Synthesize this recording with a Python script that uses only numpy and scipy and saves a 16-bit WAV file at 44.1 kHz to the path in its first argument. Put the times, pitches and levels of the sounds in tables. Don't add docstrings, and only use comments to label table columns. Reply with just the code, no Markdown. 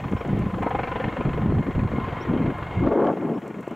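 import sys
import numpy as np
from scipy import signal
from scipy.fft import rfft, irfft
from scipy.io import wavfile
from scipy.ndimage import uniform_filter1d

SR = 44100
rng = np.random.default_rng(int(sys.argv[2]) if len(sys.argv) > 2 else 0)


def decibels_to_gain(level_db):
    exponent = np.asarray(level_db, float) / 20
    return 10 ** exponent


def store_pcm(level_fs):
    pcm = np.round(np.clip(level_fs, -1, 1) * 32767).astype(np.int16)
    wavfile.write(sys.argv[1], SR, np.atleast_2d(pcm).T)


N = 165375
T = np.arange(N) / SR

# time_s, level_db, beat_over_roar_db
ARRIVAL = [(0, -44.5, 10.5), (.22, -43.5, 11), (.35, -43, 2), (.6, -43, 11.5), (.9, -40, 13.5),
           (1.25, -40.5, 10.5), (1.5, -43, 9), (1.7, -44.5, 13), (1.9, -42.5, 8.5), (2.1, -40, 6),
           (2.5, -42.5, 8.5), (2.75, -41.5, 4.5), (3.1, -46.5, 7.5), (3.4, -50, 7.5), (3.6, -50, 8.5),
           (3.75, -48, 7.5)]
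# freq_hz, density_db
ROAR_SPECTRUM = [(35, -37), (60, -6), (114, 2.5), (146, -2.5), (551, -9.5), (1010, -7.5), (1810, -20),
                 (2160, -19), (4160, -36.5), (5410, -72), (9150, -120)]
# freq_hz, density_db
SWISH_SPECTRUM = [(180, -29), (350, 3.5), (750, -2.5), (1100, -5.5), (1550, -11), (2300, -14), (3300, -23),
                  (4300, -46.5)]
# start_s, peak_db, top_pitch_hz, climb_s
SLAPS = [(.617, -19, 950, .014), (.662, -15, 950, .009), (.705, -17, 820, .005), (.747, -13, 830, .003),
         (.788, -15, 830, .004), (.875, -24, 800, .003), (.913, -24, 520, .004), (.955, -26, 750, .003),
         (.996, -25, 520, .003), (1.037, -25, 600, .004), (1.163, -26, 770, .003)]
# freq_hz, width_hz, level_over_arrival_db, strongest_s
WHINE = [(699, 16, -15, 0.85), (1046.6, 26, -11.5, 2.05), (1016, 75, -12, .15), (1037, 80, -14, 2.4),
         (1430, 70, -15, 1), (1664, 23, -18.5, 0.67), (1836, 400, -15, 1.62), (2138, 74, -14, 2.76),
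         (2161, 38, -19.5, 0.64), (2796, 230, -24.5, 0.99), (3135, 110, -28, 0.29), (3192, 120, -30, 2.1),
         (3233, 100, -30, 2.7), (4220, 200, -33, 1.6)]
# start_s, length_s, level_db, centre_hz
GUSTS = [(0.0, 0.094, -38, 260), (0.111, 0.021, -21, 206), (0.256, 0.037, -29.5, 300),
         (0.294, 0.21, -25.5, 173), (0.53, 0.13, -30.5, 212), (0.787, 0.027, -26, 110),
         (1.048, 0.018, -23, 150), (1.189, 0.035, -22, 173), (1.251, 0.052, -17.5, 176),
         (1.31, 0.17, -29, 148), (1.433, 0.179, -20, 167), (1.666, 0.043, -23, 213),
         (1.754, 0.12, -23, 143), (1.895, 0.13, -30, 182), (2.009, 0.047, -30, 130),
         (2.276, .24, -23.5, 242), (2.57, 0.032, -41, 151), (2.693, 0.021, -35, 210),
         (2.766, 0.068, -25, 124), (2.821, 0.076, -17, 336), (2.907, .22, -18.5, 427),
         (3.151, .24, -26.5, 324), (3.43, 0.062, -31.5, 342), (3.491, 0.023, -30.5, 356),
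         (3.546, 0.069, -33.5, 280), (3.668, 0.026, -45.5, 334), (3.707, 0.029, -27.5, 330)]
# centre_s, peak_db, pitch_hz
EDDIES = [(0.059, -21.5, 130.5), (0.135, -12.5, 231), (0.153, -18, 98), (0.284, -18.5, 272),
          (0.333, -6.5, 167), (0.377, -13.5, 187), (0.4, -17, 174), (0.423, -21, 240), (0.468, -16, 194),
          (0.565, -21, 219), (0.666, -13.5, 275), (0.835, -21.5, 153), (1.081, -15.5, 153),
          (1.211, -16, 217), (1.272, -9, 178), (1.287, -19, 204), (1.396, -22, 197), (1.438, -19, 152.6),
          (1.462, -7.5, 170.3), (1.496, -7, 131.4), (1.523, -12, 302), (1.552, -25, 162), (1.582, -20, 177),
          (1.608, -14.5, 183), (1.689, -16.5, 222), (1.781, -11.5, 254), (1.805, -20, 136),
          (1.831, -12.5, 159.5), (1.849, -14, 118.7), (1.918, -25, 187), (1.938, -13.5, 227),
          (1.985, -10.5, 210), (2.054, -29, 170), (2.08, -20, 200), (2.131, -20.5, 115),
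          (2.298, -12.5, 176), (2.313, -17, 196), (2.338, -12, 294), (2.366, -10, 286), (2.405, -18.0, 225),
          (2.447, -20, 163), (2.483, -24, 265), (2.504, -19.5, 315), (2.786, -20, 198),
          (2.809, -12.0, 146.5), (2.831, -24.5, 196), (2.849, -12.5, 263), (2.874, -1, 293),
          (2.923, -22.5, 370), (2.96, -10.5, 407), (2.976, -4.5, 370), (3.018, -14.5, 315),
          (3.034, -12.5, 428), (3.078, -15.0, 400), (3.102, -9.5, 414), (3.138, -15, 393),
          (3.173, -18.5, 360), (3.677, -18.5, 373), (3.714, -21.5, 278)]
# start_s, length_s, level_db, top_pitch_hz
CHIRPS = [
    (.165, .058, -63, 5700),
    (2.199, .045, -54, 5800),
    (3.336, .04, -68, 5600),
]
# start_s, peak_db, pitch_hz
TICKS = [(.115, -57, 6500), (.276, -57, 6500), (.39, -54, 7500), (.629, -53, 7300), (.693, -57, 7200),
         (2.582, -60, 9500), (2.836, -44, 1500), (2.864, -42, 2300), (2.886, -48, 2500), (2.931, -61, 5500),
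         (3.02, -42, 1400), (3.045, -58, 4500), (3.068, -37, 1900), (3.107, -46, 1500), (3.478, -54, 7500),
         (3.607, -55, 7800), (3.629, -59, 7150), (3.679, -54, 7250), (3.709, -58, 7500)]
# freq_hz, density_db
HISS_SPECTRUM = [(4000, -21.5), (5000, -3), (5900, -3.5), (7000, -1), (8500, -7.5), (10500, -9),
                 (13000, -6.5), (16500, -19)]
# freq_hz, density_db
SIDE_HISS_SPECTRUM = [(4500, -26), (5500, -13), (7000, -17), (10000, -19), (11000, -24), (11800, -50)]
# freq_hz, level_db
CIRCUIT = [(13119, -92), (13248, -97), (15625, -96)]
# freq_hz, left_minus_right_db
PORT_TILT = [(60, -1.0), (110, -1.5), (190, 0.5), (350, 3), (630, 1.0), (1140, 1), (2060, 2), (3710, 0.5)]
# freq_hz, left_lead_rad
PORT_LEAD = [(0, 0), (3880, 0.0034)]
# freq_hz, level_db
PORT_OWN = [(100, -31.5), (1000, -23), (4000, -25)]

BLADE_HZ, FIRST_BLADE_S = 23.98, -.0045
BEAT_RISE_S, BEAT_FALL_S, BEAT_SPREAD_DB = 0.003, 0.013, 0.96
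ROAR_DB, SWISH_DB, AIR_CUT_HZ = 6.5, -1, 4440
WHINE_SWELL_DB, WHINE_SWELL_S = 6.0, .22
WHINE_BEAT_SHARE = .4
SLAP_S, SLAP_START_SHARE, SLAP_GAIN_DB = 0.010, 0.3, -9.5
SLAP_ROUGH_SHARE, SLAP_WIDTH_HZ = .45, 1000
GROUND_LAG_S, GROUND_SHARE, GROUND_CUT_HZ = .0038, .75, 700
GROUND_AT_S, GROUND_SPAN_S = 0.84, 0.58
BREEZE_DB, BREEZE_HZ = -37.5, 130
GUST_EDGE_S, GUST_TAIL_SHARE = 0.019, 0.08
WIND_DB, LUMPS_DB, WIND_CUT_HZ = -2.5, 2, 1650
BELOW_DB_OCT, ABOVE_DB_OCT = 3, 12.5
EDDY_GAIN_DB, EDDY_CYCLES, EDDY_ROUGH_SHARE = -3, 1.32, .25
HISS_DB, HISS_FADE_DB_S = -68.5, 1.0
FILTER_ON_S, FILTER_FADE_S, FILTER_HZ, FILTER_LEAK_SHARE = 2.85, 0.14, 136, .07
DUCK_SHARE, DUCK_ABOVE_DB, DUCK_RELEASE_DB_S = 0.35, -23.5, 87.5
PORT_TOP, RECORDER_TOP = .36, .42


def in_time(rows):
    s, *cols = np.transpose(rows)
    return [np.interp(T, s, c) for c in cols]


def at_hz(points, hz):
    p = np.array(points, float)
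    return np.interp(np.log(hz), np.log(p[:, 0]), p[:, 1])


def rms_one(x):
    return x / np.sqrt(np.mean(x ** 2) + 1e-20)


def drift(rate_hz):
    r = np.exp(-80 * np.pi * rate_hz / SR)
    white = rng.standard_normal(N // 40 + 2002)
    slow = signal.lfilter([1], [1, -2 * r, r * r], white)[2000:]
    return np.interp(np.arange(N) / 40, np.arange(len(slow)), rms_one(slow))


def bands(gain_db, low_hz, high_hz, patchy_db, rate_hz):
    edges_hz = low_hz * 2 ** np.arange(0, np.log2(high_hz / low_hz), 1 / 3)
    white = rng.standard_normal((2, N + 4000))
    out = np.zeros(N)
    for k, (a, b) in enumerate(zip(edges_hz, edges_hz[1:])):
        sos = signal.butter(2, [a, b], "band", fs=SR, output="sos")
        band = signal.sosfilt(sos, white[k % 2])[-N:]
        out += band * decibels_to_gain(gain_db(np.sqrt(a * b)) + patchy_db * drift(rate_hz))
    return out


def add(out, start_s, sound):
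    i = int(start_s * SR)
    out[i:i + len(sound)] += sound[:N - i]


def resonance(x, hz, width_hz):
    r = np.exp(-np.pi * width_hz / SR)
    a = [1, -2 * r * np.cos(2 * np.pi * hz / SR), r * r]
    return signal.lfilter([1, 0, -1], a, signal.lfilter([1 - r], a, x))


def low_pass(x, hz):
    return signal.sosfilt(signal.butter(5, hz, fs=SR, output="sos"), x)


def helicopter():
    level_db, beat_db = in_time(ARRIVAL)
    beat = blade_beat()
    roar = rms_one(bands(lambda hz: at_hz(ROAR_SPECTRUM, hz), 57.84, 6500, 2.0, 6.0))
    swish = rms_one(bands(lambda hz: at_hz(SWISH_SPECTRUM, hz), 256.2, 6500, 2.5, 12.0))
    rotor = decibels_to_gain(ROAR_DB - 0.58 * beat_db) * roar + decibels_to_gain(SWISH_DB + beat_db) * beat * swish
    out = decibels_to_gain(level_db) * (rotor + whine(beat))
    return low_pass(ground(out + slaps()), AIR_CUT_HZ)


def blade_beat():
    turns = (T - FIRST_BLADE_S) * BLADE_HZ
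    since_s = turns % 1 / BLADE_HZ
    blade = np.floor(turns).astype(int) + 1
    beat = (1 - np.exp(-(since_s / BEAT_RISE_S) ** 2)) * np.exp(-since_s / BEAT_FALL_S)
    return beat / beat.max() * decibels_to_gain(BEAT_SPREAD_DB * rng.standard_normal(100)[blade])


def whine(beat):
    out = np.zeros(N)
    for hz, width_hz, db, s in WHINE:
        swell_db = WHINE_SWELL_DB * np.exp(-((T - s) / WHINE_SWELL_S) ** 2)
        line = rms_one(resonance(rng.standard_normal(N), hz, width_hz))
        out += decibels_to_gain(db + 2.2 * drift(6.0) + swell_db) * line
    return out * (1 - WHINE_BEAT_SHARE / 3 + WHINE_BEAT_SHARE * beat)


def slaps():
    out, t = np.zeros(N), np.arange(int(5 * SLAP_S * SR)) / SR
    for s, db, hz, climb_s in SLAPS:
        pitch_hz = hz * (1 - (1 - SLAP_START_SHARE) * np.exp(-(t / climb_s) ** 2))
        u = t / (SLAP_S / 3 + climb_s / 2)
        tone = np.sin(2 * np.pi * (np.cumsum(pitch_hz) / SR + rng.random()))
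        rough = rms_one(resonance(rng.standard_normal(len(t)), hz, SLAP_WIDTH_HZ))
        slap = u * np.exp(1 - u) * (tone + SLAP_ROUGH_SHARE * rough)
        add(out, s - .002, decibels_to_gain(db + SLAP_GAIN_DB) * slap)
    return out


def ground(x):
    lag = np.exp(-2j * np.pi * np.fft.rfftfreq(N, 1 / SR) * GROUND_LAG_S)
    dull = signal.lfilter(*signal.butter(1, GROUND_CUT_HZ, fs=SR), x)
    share = GROUND_SHARE * np.exp(-((T - GROUND_AT_S) / GROUND_SPAN_S) ** 2)
    return x + share * irfft(rfft(dull) * lag, N)


def wind():
    return low_pass(PORT_TOP * np.tanh((gusts() + eddies()) / PORT_TOP), WIND_CUT_HZ)


def gusts():
    power = np.full(N, decibels_to_gain(2 * BREEZE_DB))
    log_hz = power * np.log2(BREEZE_HZ)
    for s, length_s, db, hz in GUSTS:
        rise = (T - s) / GUST_EDGE_S
        fall = (s + length_s - T) / (GUST_EDGE_S + GUST_TAIL_SHARE * length_s)
        blow = decibels_to_gain(2 * db) * np.clip(np.minimum(rise, fall) + .5, 0, 1) ** 2
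        power = power + blow
        log_hz = log_hz + blow * np.log2(hz)
    centre = log_hz / power

    def shape_db(hz):
        octaves = np.log2(hz) - centre
        below_db = BELOW_DB_OCT * np.minimum(octaves, 0)
        above_db = ABOVE_DB_OCT * np.maximum(octaves, 0) ** 1.06
        return below_db - above_db - 3 * centre

    noise = rms_one(bands(shape_db, 17.45, 4000, 1.68, 24.0))
    return np.sqrt(power) * decibels_to_gain(WIND_DB + LUMPS_DB * drift(26.0)) * noise


def eddies():
    out = np.zeros(N)
    for s, db, hz in EDDIES:
        cycles = np.arange(-2 * SR // hz, 2 * SR // hz) * hz / SR
        thump = np.sin(2 * np.pi * (cycles + rng.random()))
        rough = rms_one(resonance(rng.standard_normal(len(cycles)), 2 * hz, 2 * hz))
        shape = np.exp(-(2 * cycles / EDDY_CYCLES) ** 2)
        add(out, s - 2 / hz, decibels_to_gain(db + EDDY_GAIN_DB) * shape * (thump + EDDY_ROUGH_SHARE * rough))
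    return out


def bird():
    out = np.zeros(N)
    for s, length_s, db, hz in CHIRPS:
        u = np.linspace(0, 1, int(length_s * SR))
        pitch_hz = hz * np.interp(u, [0, .75, 1], [.89, 1, .96])
        tone = np.sin(2 * np.pi * np.cumsum(pitch_hz) / SR)
        add(out, s, decibels_to_gain(db - 2.0) * np.sin(np.pi * u) ** 1.1 * tone)
    return out


def ticks():
    out, t = np.zeros(N), np.arange(1200) / SR
    for s, db, hz in TICKS:
        burst = rng.standard_normal(len(t)) * np.exp(-t / .005)
        low_mode = rms_one(resonance(burst, hz, .5 * hz))
        high_mode = rms_one(resonance(burst, 1.5 * hz, .5 * hz))
        tick = low_mode + .5 * high_mode
        add(out, s, decibels_to_gain(db + 3) * tick / np.abs(tick).max())
    return out


def hiss():
    common = bands(lambda hz: at_hz(HISS_SPECTRUM, hz), 3870, 20600, 0.9, 6.0)
    apart = bands(lambda hz: at_hz(SIDE_HISS_SPECTRUM, hz), 4600, 14000, 3.0, 8.0)
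    scale = decibels_to_gain(HISS_DB - HISS_FADE_DB_S * T) / common.std()
    return scale * common, scale * apart


def circuit():
    out = np.zeros(N)
    for hz, db in CIRCUIT:
        out += decibels_to_gain(db + 2.5 * drift(1.5)) * np.sqrt(2) * np.sin(2 * np.pi * hz * T)
    return out


def ports(x):
    hz = np.maximum(np.fft.rfftfreq(N, 1 / SR), 1)
    half = decibels_to_gain(at_hz(PORT_TILT, hz) / 2) * np.exp(.5j * at_hz(PORT_LEAD, hz))
    own = decibels_to_gain(at_hz(PORT_OWN, hz)) * np.exp(-2j * np.pi * hz * .03) * np.cos(hz / 97.)
    return irfft(rfft(x) * np.array([half + own, 1 / half - own]), N)


def scene():
    common, apart = hiss()
    near = ports(helicopter() + wind() + ticks() + common + circuit())
    return near + apart * [[1], [-1]] + bird() * decibels_to_gain([[1.5], [-2.0]])


def roll_off(x):
    return signal.sosfilt(signal.butter(12, 16520, fs=SR, output="sos"), x)


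def record(dry):
    cut = signal.sosfilt(signal.butter(4, FILTER_HZ, "high", fs=SR, output="sos"), dry)
    on = np.sin(np.pi / 2 * np.clip((T - FILTER_ON_S) / FILTER_FADE_S, 0, 1)) ** 2
    x = dry + (1 - FILTER_LEAK_SHARE) * on * (cut - dry)
    level_db = 10 * np.log10(uniform_filter1d(x.mean(0) ** 2, size=600) + 1e-12)
    release_db = DUCK_RELEASE_DB_S * T
    held_db = np.maximum.accumulate(level_db + release_db) - release_db
    over_db = uniform_filter1d(np.maximum(held_db - DUCK_ABOVE_DB, 0), size=300)
    x = x * decibels_to_gain(3.0 - DUCK_SHARE * over_db)
    mix = RECORDER_TOP * np.tanh(x / RECORDER_TOP)
    return roll_off(mix)


dry = scene()
out = record(dry)
store_pcm(out)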